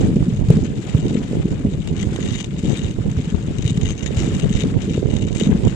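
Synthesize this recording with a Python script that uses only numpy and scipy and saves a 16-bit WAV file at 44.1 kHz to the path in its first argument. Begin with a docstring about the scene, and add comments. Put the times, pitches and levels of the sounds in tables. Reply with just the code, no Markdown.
"""Dog sled on packed snow

A wooden sled slides over packed snow, heard through two microphone ports in its basket.
The frame knocks over lumps and wind buffets each port: both are built from short, low swinging pulses.
Something loose rattles close to the left port: uneven slips and rubbing noise wake its ringing modes.
Snow hisses under the runners as filtered noise and grains; sharp cracks are brief bursts of wide noise."""
import sys
import numpy as np
from scipy import signal
from scipy.io import wavfile
from scipy.ndimage import uniform_filter1d

SR = 44100
rng = np.random.default_rng(int(sys.argv[2]) if len(sys.argv) > 2 else 0)


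def store_pcm(level_fs):
    """Save levels as 16-bit WAV."""
    pcm = np.round(np.clip(level_fs, -1, 1) * 32767).astype(np.int16)
    wavfile.write(sys.argv[1], SR, np.atleast_2d(pcm).T)


def volts_from_db(level):
    """Convert decibel levels to linear amplitude ratios."""
    exponent = np.asarray(level, float) / 20
    return 10 ** exponent


N = 253575


def evened(x):
    """Scales a sound to an rms of 1."""
    return x / np.sqrt(np.mean(x ** 2) + 1e-20)


def steadied(x, window_s):
    """Keeps the quick lumps of x but holds its slow level at rms 1."""
    size = round(window_s * SR)
    mono = np.atleast_2d(x).mean(0)
    power = uniform_filter1d(uniform_filter1d(mono ** 2, size), size)
    return x / np.sqrt(abs(power) + 1e-12)


def read(points, hz):
    """Reads a spectrum table on a log-frequency axis."""
    f, value = np.transpose(points)
    return np.interp(np.log(hz + 1), np.log(f + 1), value)


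def columns(rows):
    """Turns a table over time into control curves, one value a sample."""
    s, *values = np.transpose(rows)
    return [np.interp(np.arange(N) / SR, s, v) for v in values]


def noise_band(kind, order, hz, x):
    """Filters x with a Butterworth filter of the given kind."""
    return signal.sosfilt(signal.butter(order, hz, kind, fs=SR, output="sos"), x)


def lumpy(rate_hz, depth_db):
    """A gain that wanders at random, mostly slower than rate_hz."""
    slow = noise_band("lowpass", 2, rate_hz, rng.standard_normal(N))
    return volts_from_db(depth_db * evened(slow))


def clicks(per_s, spread_db):
    """A random train of clicks, mostly small, a few large."""
    draw = rng.random((N, 3))
    happens = draw[:, 0] < per_s / SR
    size_db = spread_db * np.minimum(-np.log(draw[:, 2] + 1e-9), 2.5)
    return happens * np.sign(draw[:, 1] - .5) * volts_from_db(size_db)


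def knock(hz, cycles):
    """A pulse that swells for the given number of cycles to a peak of 1, then dies more slowly."""
    u = np.arange(round(4 * cycles * SR / hz)) * hz / SR / cycles  # 1 at the peak
    swell = (u * np.exp(1 - u)) ** 1.97
    return swell * np.cos(2 * np.pi * cycles * (u - 1))


def add(mix, s, sound):
    """Mixes in a knock so that its peak, a quarter of the way in, falls at s."""
    start = round(s * SR) - sound.shape[1] // 4
    part = mix[:, start:start + sound.shape[1]]
    part += sound[:, :part.shape[1]]


def both_ports(frame):
    """The frame sound reaches the left port 11 samples later than the right."""
    return np.array([np.roll(frame, 11), frame])


def chatter(blows, fade_s, amount):
    """Follows every blow with a few milliseconds of gritty re-contact."""
    fade = np.exp(-np.arange(600) / SR / fade_s)
    grit = signal.oaconvolve(abs(blows), fade)[:N] * rng.standard_normal(N)
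    return blows + amount * grit


def coloured(x, points):
    """Gives x a spectrum with a filter that never sounds ahead of its input (minimum phase)."""
    hz = abs(np.fft.fftfreq(4096, 1 / SR))
    log_gain = read(points + [(15600, -100)], hz) * np.log(10) / 20
    phase = -signal.hilbert(log_gain).imag
    taps = np.fft.ifft(np.exp(log_gain + 1j * phase)).real[:2048]
    return signal.oaconvolve(x, taps / np.linalg.norm(taps))[:N]


# overall loudness of frame and wind: (time [s], level [dB])
RUMBLE_LEVEL = [(0.0, -14.5), (0.2, -18.5), (0.46, -20), (0.51, -13), (0.65, -21.5), (0.925, -28),
                (0.96, -20), (1.16, -19), (1.25, -27), (1.34, -21), (1.58, -22), (1.68, -17.5),
                (1.83, -26.5), (1.94, -20.5), (2.45, -25.5), (2.59, -18.5), (2.96, -25), (3.06, -22.5),
                (3.6, -22.5), (3.66, -23.5), (3.85, -20), (4.05, -27.5), (4.19, -19.5), (5.27, -20),
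                (5.37, -25), (5.48, -18.5), (5.74, -18)]
# changing wind: (time [s], brightness, only its changes count [dB], relative lean to the left [no unit])
WIND_CHANGES = [(0.0, -11, -2), (0.47, -21, 0.5), (0.71, -11, 1), (1.15, -6.5, -1), (1.83, -17, 0),
                (2.16, -11, -6), (2.6, -18.5, 5.5), (2.71, -5, 4), (2.91, -15, -7.5), (3.5, -14.5, 4),
                (3.79, -19.5, 1), (4.09, -12, -5), (4.5, -15, 2.5), (4.95, -12.5, -2), (5.1, -7, -9.5),
                (5.35, -9, -6.5), (5.52, -10, 0), (5.74, -14.5, -4)]


def rumble():
    """Frame knocks shared by the ports and wind of their own, held together at one loudness curve."""
    level_db, = columns(RUMBLE_LEVEL)
    bright_db, lean = columns(WIND_CHANGES)
    both = both_ports(frame_knocks(bright_db)) + wind_gusts(bright_db, lean)
    return steadied(both, window_s=0.16) * volts_from_db(level_db)


def frame_knocks(bright_db):
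    """The wooden frame knocks low and often, taking the share of each pitch that the wind leaves."""
    return thuds(2.6, 1.91, lumpy(20.8, 2.8), lambda hz: 1 - wind_share(hz), bright_db)


def wind_gusts(bright_db, lean):
    """Wind buffets each port on its own, as unrelated trains of low knocks with a slow throb."""
    gusts = np.array([thuds(3.86, 1.37, lumpy(8.6, 6.36), wind_share, bright_db) for port in range(2)])
    return gusts * volts_from_db(1.59 * np.outer([1, -1], lean))


# how much of the low sound's power is wind: (pitch [Hz], share [0-1])
WIND_PART = [(40, 1), (100, 0.72), (200, 0.36), (350, 0.31), (700, 0.93)]


def wind_share(hz):
    """The part of the power at one pitch that is wind."""
    return np.clip(read(WIND_PART, hz), 0, 1)


# relative colour of the knocks and gusts: (pitch [Hz], density [dB per Hz])
LOW_COLOUR = [(12, -43), (20, -10), (102, -1), (168, 1), (231, -4), (302, -9), (423, -13), (592, -26),
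              (915, -35.5), (1100, -38), (1430, -68), (2420, -120)]


def thuds(spread_db, cycles, throb, share, bright_db):
    """Overlapping knocks at 15 low pitches; those around 430 Hz follow the brightness most."""
    per_s = 80  # at 150 Hz; higher pitches knock more often
    out = np.zeros(N)
    jolts = clicks(.6 * per_s, spread_db)  # these shake all pitches at once
    for hz in np.geomspace(25, 900, num=15):
        own = clicks(per_s * np.sqrt(hz / 150), spread_db)
        train = (own + 1.1 * jolts) * throb
        shape = knock(hz, cycles)
        band = evened(signal.oaconvolve(train, shape)[len(shape) // 4:][:N])
        follow = np.exp(-(np.log2(hz / 430) / 2.16) ** 2)
        tilt_db = follow * (bright_db - bright_db.mean())
        # bands widen with pitch, hence the factor hz
        out += band * volts_from_db(read(LOW_COLOUR, hz) + tilt_db) * np.sqrt(hz * share(hz))
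    return out


# hard lumps under the runners: (time of the thud's peak [s], peak level [dB], pitch [Hz])
LUMPS = [(0.165, -7, 203), (0.285, -7, 200), (0.488, -4.5, 119), (0.506, 2.5, 131), (0.57, -5, 182),
         (0.952, -3, 111), (1.149, -13.5, 219), (1.177, -7, 207), (1.335, -16.5, 197), (1.452, -14.5, 163),
         (1.654, -9, 216), (2.026, -10.5, 182), (2.852, -12.5, 120), (3.006, -15, 109), (3.061, -12, 109),
         (3.111, -12.5, 128), (3.176, -8, 108.5), (3.277, -12.5, 172), (3.326, -14, 193), (3.657, -7, 118),
         (3.721, -11, 126), (3.779, -7, 170), (3.853, -10.5, 103), (4.175, -6.5, 104), (4.509, -7, 197),
         (4.634, -9.5, 144), (4.983, -9, 113), (5.425, -7, 200), (5.471, -7, 224), (5.496, -5, 228),
         (5.552, -7.5, 193), (5.677, -12.5, 182)]


def bumps():
    """Each lump gives a thud of about 10 ms, then a short ring of the frame at two pitches."""
    out = np.zeros((1, N))
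    for s, peak_db, hz in LUMPS:
        add(out, s, -volts_from_db(peak_db) * knock(hz, 0.0057 * hz)[None])  # peaks after 5.7 ms
        add(out, s + 0.0156, volts_from_db(peak_db - 16.0) * knock(174, 1.5)[None])
        add(out, s + 0.01617, volts_from_db(peak_db - 21) * knock(428.4, 3.55)[None])
    return both_ports(out[0])


# sharp pops of wind: (time of the peak [s], peak level averaged over the ports [dB], lean to the left [dB])
WIND_POPS = [(0.168, -13.5, -11), (0.504, -8.5, -11), (1.156, -11.5, 10), (1.333, -12.5, -2),
             (2.189, -16, -24), (4.109, -16, -27), (4.641, -12.5, -24), (4.979, -10.5, 6),
             (5.029, -12, -31), (5.414, -12, -40), (5.647, -17, -27), (5.674, -12, -23.5)]


def pops():
    """A pop of wind is a couple of quick cycles, shared between the ports by its lean."""
    out = np.zeros((2, N))
    for s, peak_db, lean_db in WIND_POPS:
        sides = 2 / (1 + volts_from_db(lean_db * np.array([[-1], [1]])))
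        add(out, s, volts_from_db(peak_db) * sides * knock(393, 0.8))
    return out


# ringing modes of the loose part: (pitch [Hz], width [Hz], relative level [dB])
RATTLE_MODES = [(1260, 1200, -2.5), (2000, 300, 3.5), (2400, 250, 1), (2855, 170, 7), (3216, 200, 3.5),
                (3720, 140, 6), (5170, 1100, -3), (5915, 400, 1), (6390, 260, 5), (6900, 500, 5),
                (7550, 500, 5), (8460, 2300, -6)]
# clear ticks of the loose part and of ice: (time [s], relative strength at left [dB], relative lean left [dB])
CLEAR_TICKS = [(0.486, -25, 0), (0.503, -20, 4), (0.569, -24, 1), (1.0817, -20.5, 6), (1.331, -44, 3),
               (1.874, -18.5, 2), (2.142, -31, 12), (2.1607, -18, 3), (2.4143, -25, 29), (2.4431, -14, 14),
               (2.585, -24.5, 26), (2.6958, -19, 15), (2.91, -22.5, 17), (2.7172, -18, 7),
               (2.7915, -16.5, 14.5), (3.1143, -21, 22), (3.3013, -20, 12), (3.584, -14.5, 21),
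               (3.6235, -16.5, 23), (3.65, -19, 14), (3.677, -12, 14), (3.774, -17, 8), (3.8135, -20.5, 14),
               (3.8556, -17, 9), (3.904, -21, 0), (3.9916, -26, 16), (4.146, -20.5, 9), (4.1707, -18, 14),
               (4.349, -14, 14), (4.3973, -13.5, 11), (4.819, -17.5, 17), (5.069, -25, 16),
               (5.1387, -20, 10), (5.1654, -14, 13), (5.223, -18.5, 10), (5.284, -20, 15),
               (5.3273, -19.5, 15)]
# colour of the treble at the right port, snow hiss and far rattle alike: (pitch [Hz], density [dB per Hz])
RIGHT_COLOUR = [(500, 13), (1000, 2.5), (2500, 1), (4200, -3.5), (5200, 0), (5800, -11), (7000, -2),
                (8800, -2.5), (9900, -15), (15000, -30.5)]


def loose_part():
    """Slips, rubs and ticks ring the modes at the left port; the right hears blows and a faint leak."""
    shake = shaking()
    blows = 0.42 * shake * steadied(slips(), window_s=0.023)
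    rubs = rubbing(shake)
    whole = ring(RATTLE_MODES)
    size = np.linalg.norm(whole)

    tick_s, tick_db, lean_db = np.transpose(CLEAR_TICKS)
    at = np.round(tick_s * SR).astype(int)
    ticks = np.zeros((2, N))
    ticks[:, at] = volts_from_db([tick_db, tick_db - lean_db]) * size / abs(whole).max()

    rattle = np.zeros(N)
    for modes in (RATTLE_MODES[:3], RATTLE_MODES[3:7], RATTLE_MODES[7:]):
        # the contact wanders, so low and high modes are woken unequally from moment to moment
        uneven_blows = blows * volts_from_db(1.65 * rng.standard_normal(N))
        drive = chatter(uneven_blows, 0.0021, 0.18) + rubs * rng.standard_normal(N)
        struck = chatter(0.6 * ticks[0], 0.0032, 0.21)
        for k, mode in enumerate(modes):
            squeak = (-1) ** k * (drive * lumpy(12, depth_db=2.2) + struck)
            rattle += signal.oaconvolve(squeak, ring([mode]))[:N] / size
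    rattle = noise_band("lowpass", 3, 9600, rattle)

    far_blows = chatter(blows * volts_from_db(-12.5) + 0.9 * ticks[1], 0.0028, 0.23)
    leak = volts_from_db(-20) * np.roll(rattle, 8)  # 8 samples later
    return np.array([rattle, coloured(far_blows, RIGHT_COLOUR) + leak])


def ring(modes):
    """The summed decay of some modes after one blow; wider modes die sooner."""
    t = np.arange(600) / SR
    out = np.zeros(600)
    for k, (hz, width, db) in enumerate(modes):
        decay = np.exp(-np.pi * width * t)
        out += volts_from_db(db) * decay * np.sin(2 * np.pi * hz * t) * np.sqrt(width) * (-1) ** k
    return out


# bouts of rattling: (start [s], length [s], relative strength at the end [dB], swell during the bout [dB])
RATTLE_BOUTS = [(0.0, 0.0073, -32, 11), (0.49, 0.046, -52.5, -2.5), (0.795, 0.35, -38.5, 5),
                (1.961, 0.071, -31, 6.5), (2.197, 0.21, -26.5, 8), (2.578, 0.31, -34.5, 3.5),
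                (3.148, 0.19, -45.5, -8.5), (3.603, 0.098, -27.5, 16.5), (3.807, 0.1, -28.5, 7),
                (3.962, 0.076, -34, 1.5), (4.058, 0.02, -32.5, -10), (4.167, 0.09, -35, -8.5),
                (4.234, 0.22, -37, -1), (4.488, 0.13, -26, 10), (4.801, 0.054, -40.5, 6.5),
                (4.886, 0.077, -34.5, 3.5), (5.093, 0.062, -37.5, -1), (5.184, 0.095, -38, 1),
                (5.347, 0.036, -31, -4.5), (5.393, 0.083, -34, -9.5), (5.631, 0.063, -36, 0)]


def shaking():
    """How hard the loose part shakes: a faint idle, and bouts that start fast, change and stop short."""
    rise_s, stop_s = 0.0024, 0.018
    t = np.arange(N) / SR
    power = (volts_from_db(-47) * lumpy(11, depth_db=2.5)) ** 2  # the idle between bouts
    for start, length, end_db, swell_db in RATTLE_BOUTS:
        left = np.clip(1 - (t - start) / length, 0, 1)  # part of the bout still to come
        rise = np.clip((t - start) / rise_s, 0, 1)
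        stop = np.exp(-np.maximum(t - start - length, 0) / stop_s)
        power = power + (rise * stop * volts_from_db(end_db - swell_db * left)) ** 2
    return np.sqrt(power)


def slips():
    """The loose part sticks and slips: clicks at uneven but not wholly random gaps."""
    per_s, jitter = 95, .6  # mean rate; spread of the log gaps
    draw = rng.standard_normal((round(2 * per_s * N / SR), 2))
    gaps = np.exp(jitter * draw[:, 0] - jitter ** 2 / 2) * SR / per_s
    at = np.cumsum(gaps).astype(int)
    out = np.zeros(N)
    out[at[at < N]] = volts_from_db(3.0 * draw[at < N, 1])
    return out


def rubbing(shake):
    """Strength of the rub, in short clumps that crowd into a rasp when the shake is strong."""
    crowd = (shake / volts_from_db(-34)) ** 2  # reaches 1 at a shake of -34 dB
    clumps = contacts(45 * (1 + crowd), fade_s=.004, steady=.1 * (1 + 2 * crowd))
    return 0.57 * shake * steadied(clumps, window_s=0.031)


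def contacts(per_s, fade_s, steady):
    """A gain that jumps at each new contact and dies away, over a steady part."""
    fade = np.exp(-np.arange(3000) / SR / fade_s)
    return steady + signal.oaconvolve(abs(clicks(per_s, 0.96)), fade)[:N]


# sharp wideband cracks, the strong one from the input overloading at the hardest jolt:
# (start time [s], noise level at the start [dB])
SHARP_CRACKS = [(0.5046, -25), (0.978, -40)]


def cracks():
    """A crack is about a millisecond of wide noise, bright to the top."""
    out = np.zeros((2, N))
    fade = np.exp(-np.arange(400) / SR / 0.0007)
    for s, start_db in SHARP_CRACKS:
        at = round(s * SR)
        out[:, at:at + 400] += volts_from_db(start_db) * fade * rng.standard_normal(400)
    return out


# loudness of the snow hiss at the right port: (time [s], level [dB])
HISS_LEVEL = [(0.0, -40), (0.2, -45.5), (0.44, -48.5), (0.5, -40.5), (0.75, -46), (0.97, -42.5),
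              (1.49, -44), (1.79, -48.5), (2.15, -42.5), (2.52, -48), (2.74, -41.5), (2.96, -47),
              (3.55, -46.5), (3.75, -46.5), (3.97, -51), (4.19, -41), (4.61, -43), (4.75, -46),
              (4.95, -43.5), (5.2, -51), (5.42, -42), (5.74, -44.5)]
# colour of the snow hiss at the left port: (pitch [Hz], density [dB per Hz])
LEFT_COLOUR = [(500, 12), (1000, 7.5), (2500, 7.5), (3600, 4.5), (5200, -5.5), (7400, 2), (8500, -10),
               (10000, -23), (15000, -33)]


def snow_hiss():
    """Crystals crush in small clumps, so the hiss flickers at both ports together."""
    level = volts_from_db(columns(HISS_LEVEL)[0])
    crush = lumpy(38, 1.45)
    left = coloured(level * volts_from_db(4.5) * crunch(crush), LEFT_COLOUR)
    right = coloured(level * crunch(crush), RIGHT_COLOUR)
    return np.array([left, right])


def crunch(crush):
    """Noise and crystal grains; each band of the scrape wanders on its own, so the colour keeps changing."""
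    out = np.zeros(N)
    edges = np.geomspace(500, 16000, num=6)
    for lo, hi in zip(edges, edges[1:]):
        grains = evened(chatter(clicks(260, 3.6), 0.0013, 0.22))
        raw = rng.standard_normal(N) + 0.66 * grains
        out += noise_band("bandpass", 2, (lo, hi), raw * lumpy(22, 3.0))
    return evened(crush * lumpy(7.2, 1.5) * out)


def scene():
    """Rumble, lumps, pops, rattle, cracks and snow hiss together."""
    return rumble() + bumps() + pops() + loose_part() + cracks() + snow_hiss()


def roll_off(x):
    """The treble ends steeply here."""
    return signal.sosfilt(signal.butter(12, 15600, fs=SR, output="sos"), x)


def record(dry):
    """The input overloads at 0.98 of full scale, which flattens the hardest jolt."""
    mix = np.clip(dry, -.98, .98)
    return roll_off(mix)


dry = scene()
out = record(dry)
store_pcm(out)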